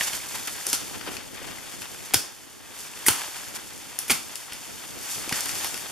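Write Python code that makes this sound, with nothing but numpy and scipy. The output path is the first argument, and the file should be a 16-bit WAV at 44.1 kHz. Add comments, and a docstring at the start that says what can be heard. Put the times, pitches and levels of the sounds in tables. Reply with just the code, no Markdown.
"""Machete in dense forest

A machete chops three times through a fresh palm shoot, a few metres away.
Each stroke tears a run of wet fibres and thumps the stalk; trunks and leaves scatter the sound back.
Between strokes fronds are pulled through the brush: leaves rustle, twigs snap, stems bump, feet shift."""
import sys
import numpy as np
from scipy import signal
from scipy.fft import rfft, irfft, next_fast_len
from scipy.io import wavfile
from scipy.ndimage import map_coordinates

SR = 44100
rng = np.random.default_rng(int(sys.argv[2]) if len(sys.argv) > 2 else 0)


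def store_wav(level_fs):
    """Save 16-bit WAV to argv[1]."""
    pcm = np.round(np.clip(np.atleast_2d(level_fs), -1, 1) * 32767)
    wavfile.write(sys.argv[1], SR, pcm.T.astype(np.int16))


N = 260631

# machete strokes: start_s, graze_s, slice_s, split_s, slice_hiss_db, slice_crunch_db, crack_db, split_db,
# bite_db, bite_hz, thud_db, thud_hz, thud_swell_s, ground_db
MACHETE_STROKES = [(2.137, .001, .0058, .0035, -20.5, -22, -9, -25, -22.5, 782, -36, 170, .004, -29.5),
                   (3.064, 0.0058, 0.02, 0.0074, -18.5, -29, -10, -19.5, -15, 2050, -17.5, 293, 0.0027, -30.5),
                   (4.0976, 0.018, .0072, 0.016, -26, -21, -18.5, -20, -16, 2360, -27, 310, .011, -42)]


def amp(db):
    """Decibels to gain."""
    return 10 ** (np.asarray(db) / 20)


def along(points, hz):
    """Read a curve of (Hz, value) points on a log frequency axis."""
    freqs, values = np.transpose(points)
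    return np.interp(np.log(hz + 1), np.log(freqs), values)


def wobble(rate):
    """A smooth random curve, rate knots a second."""
    knots = rng.standard_normal(int(N * rate / SR) + 4)
    return map_coordinates(knots, [np.arange(N) * rate / SR])


def filtered(x, response):
    """Filter x by a function of frequency."""
    n = x.shape[-1]
    size = next_fast_len(n + 8192)
    return irfft(rfft(x, size) * response(np.fft.rfftfreq(size, 1 / SR)), size)[..., :n]


def add(track, start_s, sound):
    """Mix a sound into a track."""
    part = track[max(0, round(start_s * SR)):][:len(sound)]
    part += sound[:len(part)]


def panned(db):
    """Left and right gains; positive db leans left."""
    return amp(np.array([[.5], [-.5]]) * db)


def lead(x, seconds):
    """The left channel hears x this much earlier than the right."""
    return filtered(x, lambda hz: np.exp(np.pi * 1j * hz * seconds * np.array([[1], [-1]])))


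def widen(pair):
    """Two unrelated signals become a wide stereo pair, alike in the mids, opposed in the bass."""
    # left-right likeness of the pair: freq_hz, correlation
    likeness = [(140, -0.8), (280, -0.35), (550, -0.33), (800, .45), (1400, 0.7), (4500, 0.77),
                (8000, 0.15), (13000, -0.36)]
    angle = lambda hz: np.arccos(np.clip(along(likeness, hz), -1, 1)) / 2
    mid, side = filtered(pair, lambda hz: np.array([np.cos(angle(hz)), np.sin(angle(hz))]))
    return np.array([mid + side, mid - side])


def struck(x, spectrum, modes=(), ring=0, size=2048):
    """Play x through a body of unit energy: a broad spectrum with resonances standing on it."""
    hz = np.fft.rfftfreq(size, 1 / SR)
    peaks = sum(amp(db) / np.hypot(1, 2 * (hz - centre) / width) for centre, width, db in modes)
    magnitude = amp(along(spectrum, hz)) * (1 + ring * peaks)
    cepstrum = irfft(np.log(magnitude))
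    cepstrum[1:size // 2] *= 2  # minimum phase keeps the attack sharp
    cepstrum[size // 2 + 1:] = 0
    pulse = irfft(np.exp(rfft(cepstrum)))
    return signal.oaconvolve(x, pulse / np.linalg.norm(pulse))[:N]


def clicks(n, rate, spread_db):
    """Tiny fractures at random moments, log-normal in size, rms 1."""
    impulses = (rng.random(n) < rate / SR) * rng.choice([-1, 1], n)
    crackle = impulses * amp(spread_db * np.clip(rng.standard_normal(n), -2, 2))
    return crackle / np.sqrt(np.mean(crackle ** 2) + 1e-20)


def tear(hold_s, release_s, rate):
    """A run of fractures that holds and then dies away."""
    t = np.arange(SR // 20) / SR
    envelope = np.exp(-np.maximum(t - hold_s, 0) / release_s)
    burst = envelope * clicks(len(t), rate, spread_db=3)
    return burst * np.linalg.norm(envelope) / (np.linalg.norm(burst) + 1e-9)


def knock(hz, swell_s, sag_s=0.05):
    """A knock swells and dies in a few cycles, its pitch sagging as the struck thing gives way."""
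    t = np.arange(SR // 8) / SR
    envelope = (t / swell_s * np.exp(1 - t / swell_s)) ** 2
    return envelope * np.sin(2 * np.pi * hz * sag_s * np.log1p(t / sag_s))


def forest(x, blur_octaves=0.11, predelay_s=.004, size=512):
    """Countless trunks and leaves scatter the sound: its energy returns as a diffuse, fading wash."""
    # reverb time among the trees: freq_hz, t60_s
    decay_times = [(100, 0.29), (500, 0.54), (2000, 0.28), (6000, 0.39), (14000, 0.25)]
    frames = dict(nperseg=size, noverlap=size - size // 4)
    hz, t, spectra = signal.stft(x, SR, **frames)
    octaves = np.log2(hz + hz[1])
    blur = np.exp(-.5 * ((octaves[:, None] - octaves) / blur_octaves) ** 2)
    power = blur / blur.sum(1, keepdims=True) @ abs(spectra) ** 2  # many paths even out the colour
    fade = amp(-60 * t[t < .5] / along(decay_times, hz)[:, None]) ** 2
    fade /= fade.sum(1, keepdims=True)
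    tail_power = abs(signal.fftconvolve(power, fade, axes=1))[:, :len(t)]
    noise = signal.stft(widen(rng.standard_normal((2, N))), SR, **frames)[2]
    wash = signal.istft(noise / noise.std() * np.sqrt(tail_power), **frames)[1]
    return np.pad(wash, ((0, 0), (round(predelay_s * SR), 0)))[:, :N]


def rustle(spectrum, rate, spread_db, wash_db, clump_db):
    """Leaf contacts come in clumps, over a wash of countless fainter ones; rms 1 in mono."""
    clumps = amp(clump_db * (wobble(28) + wobble(110)))
    near = struck(clicks(N, rate, spread_db), spectrum)
    far = widen(np.array([struck(clicks(N, 9000, spread_db=2.5), spectrum) for _ in range(2)]))
    pair = clumps * (near + amp(wash_db) * far)
    return pair / pair.mean(0).std()


def twig_ticks(rate, centre_hz, decay_cycles, spread_db, count=300):
    """Tiny twigs flick at random, each ringing briefly at its own pitch and place."""
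    out, t = np.zeros((2, N)), np.arange(SR // 80) / SR
    draws = rng.random((count, 4))
    starts = np.cumsum(-np.log1p(-draws[:, 0])) / rate
    for start, (_, pitch, size, side) in zip(starts, draws):
        hz = centre_hz * 2 ** (2 * pitch - 1)
        envelope = amp(spread_db * (size ** 2 - 1)) * np.exp(-hz * t / decay_cycles)
        ring = envelope * np.sin(2 * np.pi * hz * t)
        add(out[0], start, ring * (.5 + side))
        add(out[1], start, ring * (1.5 - side))
    return out


def brush(easy_pull_db=-46.5, stem_db_per_db=0.74):
    """Feet press the litter; one pull drags both stems and leaves past each other, mostly to the left."""
    # pull on the fronds and weight of shifting feet: time_s, pull_db, feet_db
    effort = [(0.0, -32, -53.5), (0.16, -39, -53.5), (0.34, -38.5, -51), (0.66, -39, -55), (0.85, -41, -51),
              (1.26, -47, -51), (1.61, -44.5, -54), (1.74, -42.5, -53), (2.07, -44, -55.5),
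              (2.35, -49.5, -61.5), (2.6, -51, -59), (3.22, -38, -56), (3.66, -45, -55), (4.54, -44, -58),
              (4.99, -42, -53), (5.5, -34, -53), (5.78, -38.5, -53), (5.9, -40.5, -53)]
    # single fronds dragged past their neighbours: centre_s, half_length_s, stems_db, leaves_db
    swishes = [(0.035, 0.016, -42, -30), (0.078, 0.011, -33, -29.5), (.145, 0.022, -40, -34),
               (.356, 0.0083, -31.5, -32.5), (0.48, 0.0038, -30.5, -34), (.697, 0.02, -46, -34),
               (.743, 0.016, -34.5, -28), (0.95, .012, -37.5, -44), (1.078, 0.011, -34.5, -47),
               (1.137, 0.026, -41, -41.5), (1.468, 0.11, -43, -49), (2.808, 0.057, -44, -42),
               (3.183, .047, -38, -46), (3.561, 0.011, -38.5, -35.5), (5.126, 0.063, -42.5, -35),
               (5.374, 0.025, -39, -32.5), (5.63, 0.056, -36, -35)]
    # where the rustle lies: time_s, left_over_right_db
    bearing = [(0.0, -1.5), (1.38, 6), (2.07, 2.0), (2.12, -1.5), (2.51, 1.5), (5.88, 3), (5.9, 3)]
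    # tone of litter underfoot, rubbing stems and brushing leaves: freq_hz, gain_db
    litter_eq = [(20, -9.5), (50, -4.5), (110, 0.5), (170, -2), (310, -0.5), (480, -4.5), (900, -16),
                 (3000, -51)]
    stem_eq = [(200, -20), (520, -4), (850, .5), (1150, -1.5), (1600, 0), (2200, -1.5), (3400, -1.5),
               (5000, -8.5), (12000, -40)]
    leaf_eq = [(1500, -26), (3400, -9.5), (4600, -5), (7000, -2), (10000, -4), (13000, -6), (14400, -14),
               (15500, -40)]
    t = np.arange(N) / SR
    times, *controls = np.transpose(effort)
    pull_db, feet_db = [np.interp(t, times, control) for control in controls]
    leaf_gain = amp(pull_db)
    stem_gain = amp(easy_pull_db + stem_db_per_db * (pull_db - easy_pull_db))
    for centre, half, stem_db, leaf_db in swishes:
        near = abs(t - centre) < 3 * half
        swell = np.exp(-.5 * ((t[near] - centre) / half) ** 2)
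        stem_gain[near] = np.hypot(stem_gain[near], amp(stem_db) * swell)
        leaf_gain[near] = np.hypot(leaf_gain[near], amp(leaf_db) * swell)
    litter = amp(feet_db + 2.5) * rustle(litter_eq, rate=90, spread_db=3.5, wash_db=16.5, clump_db=1.9)
    rubbing = amp(-0.69) * rustle(stem_eq, rate=160, spread_db=8.5, wash_db=9.5, clump_db=1.2)
    flicks = amp(12.5) * twig_ticks(rate=38, centre_hz=3680, decay_cycles=3.8, spread_db=16)
    stems = stem_gain * (rubbing + flicks)  # harder pulls flick harder
    leaves = leaf_gain * rustle(leaf_eq, rate=190, spread_db=6, wash_db=10, clump_db=.6)
    side_db = np.interp(t, *np.transpose(bearing))
    return (litter * panned(-0.85)
            + lead(stems * panned(side_db), 30e-6)
            + lead(leaves * panned(0.2 * side_db), 13e-6))


def brush_knocks(crunch_db=-42.5):
    """Each knock in the brush is shorter the higher it is, and comes with a dull crunch."""
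    # stems bumping, a snapped twig ringing, a low foot stamp: start_s, level_db, pitch_hz
    knock_events = [(.009, -15.5, 1930), (.672, -38, 373), (.733, -33, 320), (1.075, -31, 550),
                    (1.086, -31.5, 330), (1.415, -34, 484), (5.275, -30, 333), (5.312, -27, 870),
                    (5.321, -34, 160), (5.323, -28, 273), (5.645, -27.5, 800)]
    # tone of their crunch: freq_hz, gain_db
    crunch_eq = [(70, -9), (300, 1.5), (700, 1), (2000, -14), (6000, -40)]
    knocks, crunch = np.zeros((2, N))
    for start, db, hz in knock_events:
        add(knocks, start, amp(db) * knock(hz, swell_s=.0011 + 0.65 / hz))
        add(crunch, start, amp(crunch_db) * tear(.006, release_s=0.013, rate=2500))
    return knocks + struck(crunch, crunch_eq)


def twig_snaps(plain_snap_s=.0016, halving_db=9, woody_db=-3, rib_db=-7, crisp_db=-1):
    """A snap is a very short tear through twig, leaf rib and dry leaf; crisp ones are thin and short."""
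    # twigs and ribs breaking: start_s, level_db, crispness_db (below 0 woody), left_over_right_db
    snaps = [(.009, -23, -3.5, -1), (0.132, -28, 0, -1), (.149, -31.5, 0.5, 0), (.474, -27, 5, .5),
             (.667, -22.5, 7, 1), (.7, -26, 5.5, 2), (.73, -15, 4.5, 1), (1.01, -36.5, -6.5, 11),
             (1.167, -32.5, -1.5, 11), (1.819, -33.5, 1, 8), (2.789, -40, 4, 1), (3.159, -30, 5, 1),
             (3.989, -25, 9.5, 8.5), (4.356, -30.5, 6.5, 6), (4.522, -32.5, -2.5, 1), (4.533, -32.5, 5, 0),
             (5.293, -25, 2, -1), (5.325, -20.5, -1.5, -1), (5.407, -26.5, 9, -2), (5.458, -29.5, 6, 9),
             (5.492, -29.5, 1.5, 12), (5.645, -23.5, 1.5, .5), (5.743, -30, 2, 8), (5.776, -30.5, 1.5, 8)]
    # tone of woody twig, leaf rib and dry leaf: freq_hz, gain_db
    twig_eq = [(150, -6.5), (600, -12), (1500, -0.5), (2800, 3), (4500, -8), (9000, -48)]
    rib_eq = [(1500, -17), (3500, -2), (5500, 8), (7200, -12), (10000, -17), (15000, -22)]
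    dry_leaf_eq = [(3000, -12.5), (6000, 3.5), (9000, 6.5), (12000, 7.5), (15500, -39)]
    tracks = np.zeros((2, 3, N))
    for start, db, crispness_db, side_db in snaps:
        length = plain_snap_s * .5 ** (crispness_db / halving_db)
        parts = [amp(woody_db - crispness_db) * tear(length, release_s=0.0026, rate=7000),
                 amp(rib_db) * tear(length, release_s=0.0048, rate=9000),
                 amp(crisp_db + crispness_db) * tear(0.38 * length, release_s=0.0013, rate=16000)]
        for channel, gain in zip(tracks, panned(side_db)):
            for track, part in zip(channel, parts):
                add(track, start, amp(db) * gain * part)
    return np.array([struck(woody, twig_eq) + struck(ribs, rib_eq) + struck(crisp, dry_leaf_eq)
                     for woody, ribs, crisp in tracks])


def stalk_thuds(break_db=-14.5, break_hz=2420, swell_cycles=2.34, ground_hz=130, ground_lag_s=0.0141):
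    """The blade knocks the stalk going in and breaking through; it thuds, and roots shake the soil."""
    out = np.zeros(N)
    for start, _, slice_s, *_, bite_db, bite_hz, thud_db, thud_hz, swell_s, ground_db in MACHETE_STROKES:
        gives_way = start + slice_s - 0.00184  # just ahead of the crack
        add(out, start, amp(bite_db) * knock(bite_hz, swell_cycles / bite_hz))
        add(out, gives_way, amp(break_db) * knock(break_hz, swell_cycles / break_hz))
        add(out, gives_way, amp(thud_db) * knock(thud_hz, swell_s))
        add(out, gives_way + ground_lag_s, amp(ground_db) * knock(ground_hz, swell_s=0.0073))
    return out


def machete_chops(graze_hiss_db=-35, graze_crunch_db=-38, crack_s=0.0015):
    """The blade tears wet fibres: they hiss, and the deeper ones crunch and ring the stalk."""
    # tone of the fibres' hiss and crunch: freq_hz, gain_db
    hiss_eq = [(1500, -38), (3600, -15), (4800, -4), (7000, -4), (9200, 7.5), (12800, 4.5), (14400, -5),
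               (15500, -19)]
    crunch_eq = [(60, -10.5), (350, -4.5), (1000, -9.5), (2200, -2), (3500, -2), (6800, 0), (9000, -6),
                 (15000, -53)]
    # resonances of the wet stalk: pitch_hz, width_hz, gain_db
    stalk_modes = [(470, 160, -5), (840, 86, 8), (1380, 240, 7.5), (1730, 270, -6.5), (2460, 380, -9),
                   (3200, 400, -7), (5450, 550, -8)]
    hiss, crunch = np.zeros((2, N))
    for start, graze_s, slice_s, split_s, *settings in MACHETE_STROKES:
        slice_hiss_db, slice_crunch_db, crack_db, split_db = settings[:4]
        stages = [(start - graze_s, graze_s, graze_hiss_db, graze_crunch_db),  # grazes the outer leaves
                  (start, slice_s, slice_hiss_db, slice_crunch_db),  # slices in
                  (start + slice_s, crack_s, crack_db, crack_db - 2.5),  # cracks the core
                  (start + slice_s, split_s, split_db, split_db - 1.5)]  # splits the remaining fibres
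        for onset, length, hiss_db, crunch_db in stages:
            add(hiss, onset, amp(hiss_db) * tear(length, release_s=0.0011, rate=15000))
            add(crunch, onset, amp(crunch_db) * tear(length, release_s=0.0025, rate=9000))
    return struck(hiss, hiss_eq) + struck(crunch, crunch_eq, stalk_modes, ring=0.58)


def scene():
    """The blade works nearly straight ahead; trunks and leaves answer every blow."""
    blade, twigs = machete_chops(), twig_snaps()
    knocks = stalk_thuds() + brush_knocks()
    direct = lead(blade + knocks, -16e-6) * panned(-0.8) + lead(twigs, 8e-6)
    reverb_send = amp(-3.5) * blade + amp(-2.0) * twigs.mean(0) + amp(-8.0) * knocks
    return direct + forest(reverb_send) + brush()


def record(dry, top_hz=15700):
    """Two narrow dips in the treble, a hard clip at full scale and a high cut."""
    # treble notches: centre_hz, width_hz, depth (0-1)
    notches = [(3970, 284, 0.73), (8030, 220, 1)]
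    dips = lambda hz: np.prod([1 - depth * np.exp(-(2 * (hz - centre) / width) ** 2)
                               for centre, width, depth in notches], axis=0)
    clipped = np.clip(filtered(dry, dips), -1, 1)
    return filtered(clipped, lambda hz: hz < top_hz)


dry = scene()
out = record(dry)
store_wav(out)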